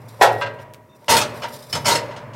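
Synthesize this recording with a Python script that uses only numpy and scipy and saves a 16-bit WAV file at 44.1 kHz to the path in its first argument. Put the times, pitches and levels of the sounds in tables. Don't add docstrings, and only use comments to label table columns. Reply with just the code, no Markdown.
import sys
import numpy as np
from scipy import signal
from scipy.fft import rfft, irfft, next_fast_len
from scipy.io import wavfile
from scipy.ndimage import uniform_filter1d

SR = 44100
rng = np.random.default_rng(int(sys.argv[2]) if len(sys.argv) > 2 else 0)


def materialize(psi):
    bounded = np.clip(np.atleast_2d(psi).T, -1, 1)
    quanta = np.round(bounded * 32767).astype(np.int16)
    wavfile.write(sys.argv[1], SR, quanta)


N = 103635
TIME = np.arange(N) / SR


def amp(db):
    return 10 ** (np.asarray(db) / 20)


def unit(x):
    return x / np.sqrt(np.mean(x ** 2))


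def through(x, response):
    return signal.fftconvolve(x, response / np.linalg.norm(response))[:N]


def late(x, start):
    return np.concatenate([np.zeros(int(max(start, 0) * SR)), x])[:N]


def cut(x, hz, kind="low", order=2):
    return signal.sosfilt(signal.butter(order, np.clip(hz, 10, .47 * SR), kind, fs=SR, output="sos"), x)


def noise(colour):
    hz, db = np.array(colour, float).T
    size = next_fast_len(N)
    f = np.maximum(np.fft.rfftfreq(size, 1 / SR), 1)
    gain = amp(np.interp(np.log(f), np.log(hz), db)) * np.minimum(f / hz[0], 1)
    return unit(irfft(gain * np.exp(2j * np.pi * rng.random(len(f))), size)[:N])


def wobble(smooth_s):
    return unit(uniform_filter1d(rng.standard_normal(N), int(smooth_s * SR)))


def dense(colour, t60, top_t60):
    rest, out = noise(colour), 0
    for octave in range(5):
        lowpass = signal.butter(3, 707 * 2 ** octave, fs=SR, output="sos")
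        band = signal.sosfiltfilt(lowpass, rest) if octave < 4 else rest
        band_t60 = t60 * (top_t60 / t60) ** (octave / 4)
        out = out + band * 1e3 ** (-TIME / band_t60)
        rest = rest - band
    return out


def ring(modes):
    t = TIME[:SR]
    out = sum(amp(db) * np.sin(2 * np.pi * (hz * t + rng.random())) * 1e3 ** (-t / t60)
              for hz, db, t60 in modes)
    return np.pad(out, (0, N - SR)) / np.sqrt(sum(amp(db) ** 2 for _, db, _ in modes) / 2)


def resonate(force, modes):
    out = 0
    for hz, db, t60 in modes:
        pole = np.exp((2j * np.pi * hz - np.log(1000) / t60) / SR)
        out = out + amp(db) * unit(signal.lfilter([1], [1, -2 * pole.real, abs(pole) ** 2], force + 1e-18))
    return unit(out) * np.std(force)


def patchy(x, depth_db=3.5, spacing_hz=46.36):
    size = next_fast_len(2 * N)
    f = np.fft.rfftfreq(size, 1 / SR)
    ripple = np.interp(f / spacing_hz, np.arange(SR // 16), rng.standard_normal(SR // 16))
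    treble = np.clip(f / 2000 - .5, 0, 1)
    cepstrum = irfft(np.log(amp(depth_db * np.clip(ripple, -2, 1.5) * treble)), size)
    cepstrum[size // 2:] = 0
    coloured = irfft(rfft(x, size) * np.exp(2 * rfft(cepstrum)), size)[:N]
    return coloured * np.std(x) / np.std(coloured)


def onset(build_s):
    return 1 - np.exp(-TIME / build_s)


def stroke(start, length, attack_s=0.012, release_s=0.0055):
    return np.clip((TIME - start) / attack_s, 0, 1) * np.exp(-np.maximum(TIME - start - length, 0) / release_s)


def slips(per_s, spread_db):
    size = amp(spread_db * np.clip(rng.standard_normal(N), -2, 2)) * rng.choice([-1, 1], N)
    return unit((rng.random(N) < per_s / SR) * size)


def follow(curve):
    return amp(np.interp(TIME, *np.array(curve).T))


# (frequency [Hz], relative level [dB])
AIR_EQ = [(25, -51), (113, -13), (410, -13), (804, -39), (970, -47), (2170, -42), (15500, -43.5)]
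def outdoor_air(level_db=-55):
    return amp(level_db) * noise(AIR_EQ)


# (frequency [Hz], relative level [dB], t60 [s])
BOWL_AIR_MODES = [(113.73, 0, 1), (127.96, -2.5, 0.63), (161, -22, 0.1), (238, -18, 0.59)]
# (time [s], relative level [dB])
HUM_RIDE = [(0.0, -37), (0.19, -41), (0.32, -29), (1.07, -59), (1.1, -31), (1.68, -48), (1.75, -27),
            (1.86, -32), (2.2, -40.5), (2.35, -35)]
# (frequency [Hz], relative level [dB])
MURMUR_EQ = [(150, -0.5), (330, -10), (450, 1), (610, 2), (780, -6), (960, 0.5), (1300, -8.5),
             (2200, -12.5), (4000, -32), (12000, -47)]
# (time [s], level [dB])
MURMUR_RIDE = [(0, -46.5), (.18, -47), (.6, -42.5), (.85, -56), (1.07, -55), (1.35, -35), (1.66, -48),
               (2.05, -34), (2.35, -41.5)]
def bowl_hum(even_s=0.11, trim_db=-2.5):
    hum = signal.fftconvolve(rng.standard_normal(N + SR), ring(BOWL_AIR_MODES)[:SR])[SR:SR + N]
    hum = cut(cut(hum, 450), 120, "high")
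    steady_hum = hum / np.sqrt(uniform_filter1d(hum ** 2, int(even_s * SR)))
    return amp(trim_db) * steady_hum * follow(HUM_RIDE) + noise(MURMUR_EQ) * follow(MURMUR_RIDE)


# (frequency [Hz], relative level [dB])
ECHO_EQ = [(80, 0), (240, 0.5), (330, 9), (600, 6), (1000, -10), (2000, -1), (4000, -8.5), (8000, -15.5),
           (15000, -11)]
# (frequency [Hz], relative level [dB], t60 [s])
TAIL_MODES = [(239.5, -4, 1.35), (441, -3, 1.1), (592.2, 1, 1.2), (627, 1, 1.4), (970, -2, 1.1),
              (1899, -7, 1.1)]
def bowl_echo(contacts, echo_db=-19.5, linger_db=-18):
    echo = through(contacts, dense(ECHO_EQ, t60=0.5, top_t60=0.65) * onset(0.02))
    return amp(echo_db) * echo + amp(linger_db) * resonate(contacts, TAIL_MODES)


# (frequency [Hz], relative level [dB], t60 [s])
SQUEAK_TONES = [(2654, -2, .15), (3623, 0, .25), (5787, -9, .15)]
def squeak(level_db=-62):
    return amp(level_db) * stroke(start=.885, length=.07) * resonate(rng.standard_normal(N), SQUEAK_TONES)


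# (time [s], level [dB])
TICK_CUES = [(0.7371, -31), (0.745, -36.5), (1.045, -42.5)]
# (frequency [Hz], relative level [dB])
TICK_EQ = [(300, -21), (2000, 3), (6000, -8.5), (15000, -9)]
def ticks(decay_s=0.00078, tail_db=-16, tail_s=0.015):
    envelope = np.exp(-TIME / decay_s) + amp(tail_db) * np.exp(-TIME / tail_s)
    return sum(amp(db) * late(envelope * noise(TICK_EQ), start) for start, db in TICK_CUES)


# (time [s], length [s], level [dB])
RUB_CUES = [(-.05, 0.14, -61), (0.074, 0.17, -53), (0.306, 0.12, -49.5), (0.529, 0.0095, -55),
            (0.587, 0.042, -58), (0.944, .02, -58.5), (0.977, 0.13, -61), (1.332, 0.22, -48.5),
            (1.528, 0.08, -45.5), (1.61, 0.1, -49), (1.683, 0.18, -46)]
# (frequency [Hz], relative level [dB])
RUB_EQ = [(300, -12), (1000, -6), (2500, -9.5), (5200, 1), (7000, -6), (11000, -3), (15500, -9.5)]
def rubs(ring_db=-14, scratch_db=3, scratch_s=0.013):
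    push = sum(amp(db) * stroke(start, length) for start, length, db in RUB_CUES)
    scratches = unit(amp(scratch_db * wobble(scratch_s)))
    force = push * scratches * slips(per_s=1800, spread_db=3)
    hiss = through(force, dense(RUB_EQ, t60=0.15, top_t60=0.048))
    low_modes = [mode for mode in PLATE_ON_RACK_MODES if mode[0] < 2500]
    return hiss + amp(ring_db) * resonate(force, low_modes)


# (frequency [Hz], relative level [dB])
RACK_EQ = [(35, -61), (60, -20), (107, -21), (350, -21), (600, -12.5), (829, -17), (931, -13.5),
           (1070, -17), (1380, -14.5), (2150, -18.5), (5200, -18), (11200, -24.5), (15500, -28.5)]
def rack_overtones(t60=0.31, top_t60=0.12):
    return patchy(dense(RACK_EQ, t60, top_t60))


# (time [s], relative level [dB], low-pass [Hz])
DROP_CUES = [(.413, -22, 2300), (.42, -24.5, 3350), (0.462, -30, 2860)]
# (frequency [Hz], relative level [dB], t60 [s])
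LOWER_PLATE_MODES = [(556, -9, .5), (970, -3, 0.4), (1590, -1, 0.25), (2053, -4, 0.18), (2470, -10, 0.1),
                     (2735, -5, 0.12)]
def drops(clatter_db=2, bass_hz=500):
    tone = ring(LOWER_PLATE_MODES)
    clatter = cut(rack_overtones(t60=0.41), bass_hz, "high", order=1)
    clack = tone + amp(clatter_db) * clatter
    return sum(amp(db) * late(cut(clack, hz), start) for start, db, hz in DROP_CUES)


# (time [s], relative level [dB], low-pass [Hz], ping mix [dB])
CLINK_CUES = [(1.42, -25.5, 3100, 0), (1.727, -21.5, 14000, 3), (1.8545, -20, 9050, -0.5)]
# (frequency [Hz], relative level [dB], t60 [s])
PING_MODES = [(2420, -9, .14), (3010, -6, .14), (4430, -8, .12), (5210, -4, .12), (5310, -1, .13)]
def clinks(bass_hz=260, build_s=0.0014):
    out = 0
    for start, db, hz, ping_db in CLINK_CUES:
        clatter = cut(rack_overtones(t60=0.57, top_t60=0.066), bass_hz, "high", order=1)
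        hit = onset(build_s) * (amp(ping_db) * ring(PING_MODES) + clatter)
        out = out + amp(db) * late(cut(hit, hz), start)
    return out


# (time [s], relative level [dB], low-pass [Hz], high-pass [Hz])
TAP_CUES = [(.192, -24, 705, 197), (0.587, -36.5, 2780, 697), (1.0195, -40.5, 900, 300),
            (1.081, -12, 4200, 200), (1.432, -20.5, 4200, 340), (1.752, -21, 1810, 300),
            (2.11, -32, 3170, 300), (2.162, -30.5, 4660, 1200), (2.333, -38.5, 5900, 597)]
# (frequency [Hz], relative level [dB], t60 [s])
PLATE_ON_RACK_MODES = [(475, -10, .18), (600, -7, .25), (920, 0, .22), (955, -1, .3), (1378, -12, .3),
                       (2045, -9, .16), (3235, -11, .09), (4265, -10, .035), (5290, -7, .04),
                       (8660, -13, .2), (10417, -17, .14), (11720, -18, .1)]
def taps(build_s=0.0022, overtones_db=1, trim_db=-2):
    hit = onset(build_s) * (amp(overtones_db) * rack_overtones() + ring(PLATE_ON_RACK_MODES))
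    return amp(trim_db) * sum(amp(db) * late(cut(cut(hit, hz), bass_hz, "high", order=1), start)
                              for start, db, hz, bass_hz in TAP_CUES)


# (time [s], length [s], level [dB], pitch [Hz])
SING_CUES = [(1.112, .07, -17, 914), (1.885, .07, -23, 936)]
def sings(waver_hz=7, waver_s=0.0057, roughness=0.1):
    waver, grip = wobble(waver_s), wobble(waver_s)
    out = 0
    for start, length, db, hz in SING_CUES:
        phase = 2 * np.pi * np.cumsum(hz + waver_hz * waver) / SR
        tone = unit((1 + roughness * grip) * np.sin(phase))
        out = out + amp(db) * stroke(start, length, attack_s=.02, release_s=.035) * tone
    return out


# (time [s], length [s], level [dB], attack [s], sag [dB/s], low-pass [Hz])
SCRAPE_CUES = [(1.086, 0.024, -12, 0.0017, -22, 15700), (1.116, 0.025, -14.5, 0.0022, -22.5, 12000),
               (1.144, 0.034, -14, 0.0037, -53, 13700), (1.199, 0.022, -17.5, 0.0033, -77, 7940),
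               (1.731, 0.018, -20.5, 0.0068, -69, 8400), (1.84, 0.0081, -26.5, 0.0044, -20, 5980),
               (1.855, 0.034, -13.5, 0.005, -33.5, 13000), (1.899, 0.035, -17, 0.006, -25.5, 10500),
               (1.945, 0.0094, -16.5, 0.0022, -62.5, 9400)]
def scrapes(bass_hz=90, ring_db=-2.5):
    grit, total_force = 0, 0
    for start, length, db, attack, sag, hz in SCRAPE_CUES:
        level = amp(db + sag * np.clip(TIME - start, 0, length))
        push = level * stroke(start, length, attack, release_s=0.0082)
        crackle = unit(push * slips(per_s=650, spread_db=7))
        force = cut(crackle * np.sqrt(np.mean(push ** 2)), hz)
        grit = grit + through(force, rack_overtones())
        total_force = total_force + force
    return cut(grit, bass_hz, "high") + amp(ring_db) * resonate(total_force, PLATE_ON_RACK_MODES)


# (time [s], relative level [dB], low-pass [Hz])
CLUNK_CUES = [(0.2105, 0.5, 3520), (0.2172, -6.5, 11000), (.229, -10, 9000), (0.2602, -24.5, 3040)]
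# (frequency [Hz], relative level [dB], t60 [s])
UPPER_PLATE_MODES = [(420, -8, .38), (500, -9, .35), (557, -4, .42), (640, -9, .33), (684, -7, .3),
                     (733, -2, .33), (781, -3, .26), (857, -2, .26), (972, -7, .42), (1046, -5, .2),
                     (1322, -9, .21), (1380, -4, .2), (1753, -4, .2), (1900, -4, .22)]
# (frequency [Hz], relative level [dB])
UPPER_PLATE_EQ = [(35, -46), (60, -63), (305, -21.5), (403, -13.5), (849, -5), (1200, -17.5), (1350, -11.5),
                  (1910, -17), (2150, -17.5), (7900, -21.5), (15500, -24)]
def clunk(ring_db=-5, clatter_db=-5, build_s=0.0029):
    attack = onset(build_s)
    body = amp(ring_db) * late(attack * ring(UPPER_PLATE_MODES), CLUNK_CUES[0][0])
    clatter = 0
    for start, db, hz in CLUNK_CUES:
        hit = attack * dense(UPPER_PLATE_EQ, t60=0.47, top_t60=0.15)
        clatter = clatter + amp(db + clatter_db) * late(cut(hit, hz), start)
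    return body + patchy(clatter)


def scene():
    contacts = clunk() + drops() + taps() + clinks() + scrapes() + sings() + rubs() + squeak() + ticks()
    mix = contacts + bowl_echo(contacts) + bowl_hum() + outdoor_air()
    return np.array([mix, mix])


def record(dry):
    thinned = cut(dry, 45, "high", order=1)
    rounded = thinned / (1 + thinned ** 4) ** (1 / 4)
    return signal.sosfilt(signal.ellip(10, .2, 80, 16000, fs=SR, output="sos"), rounded)


dry = scene()
out = record(dry)
materialize(out)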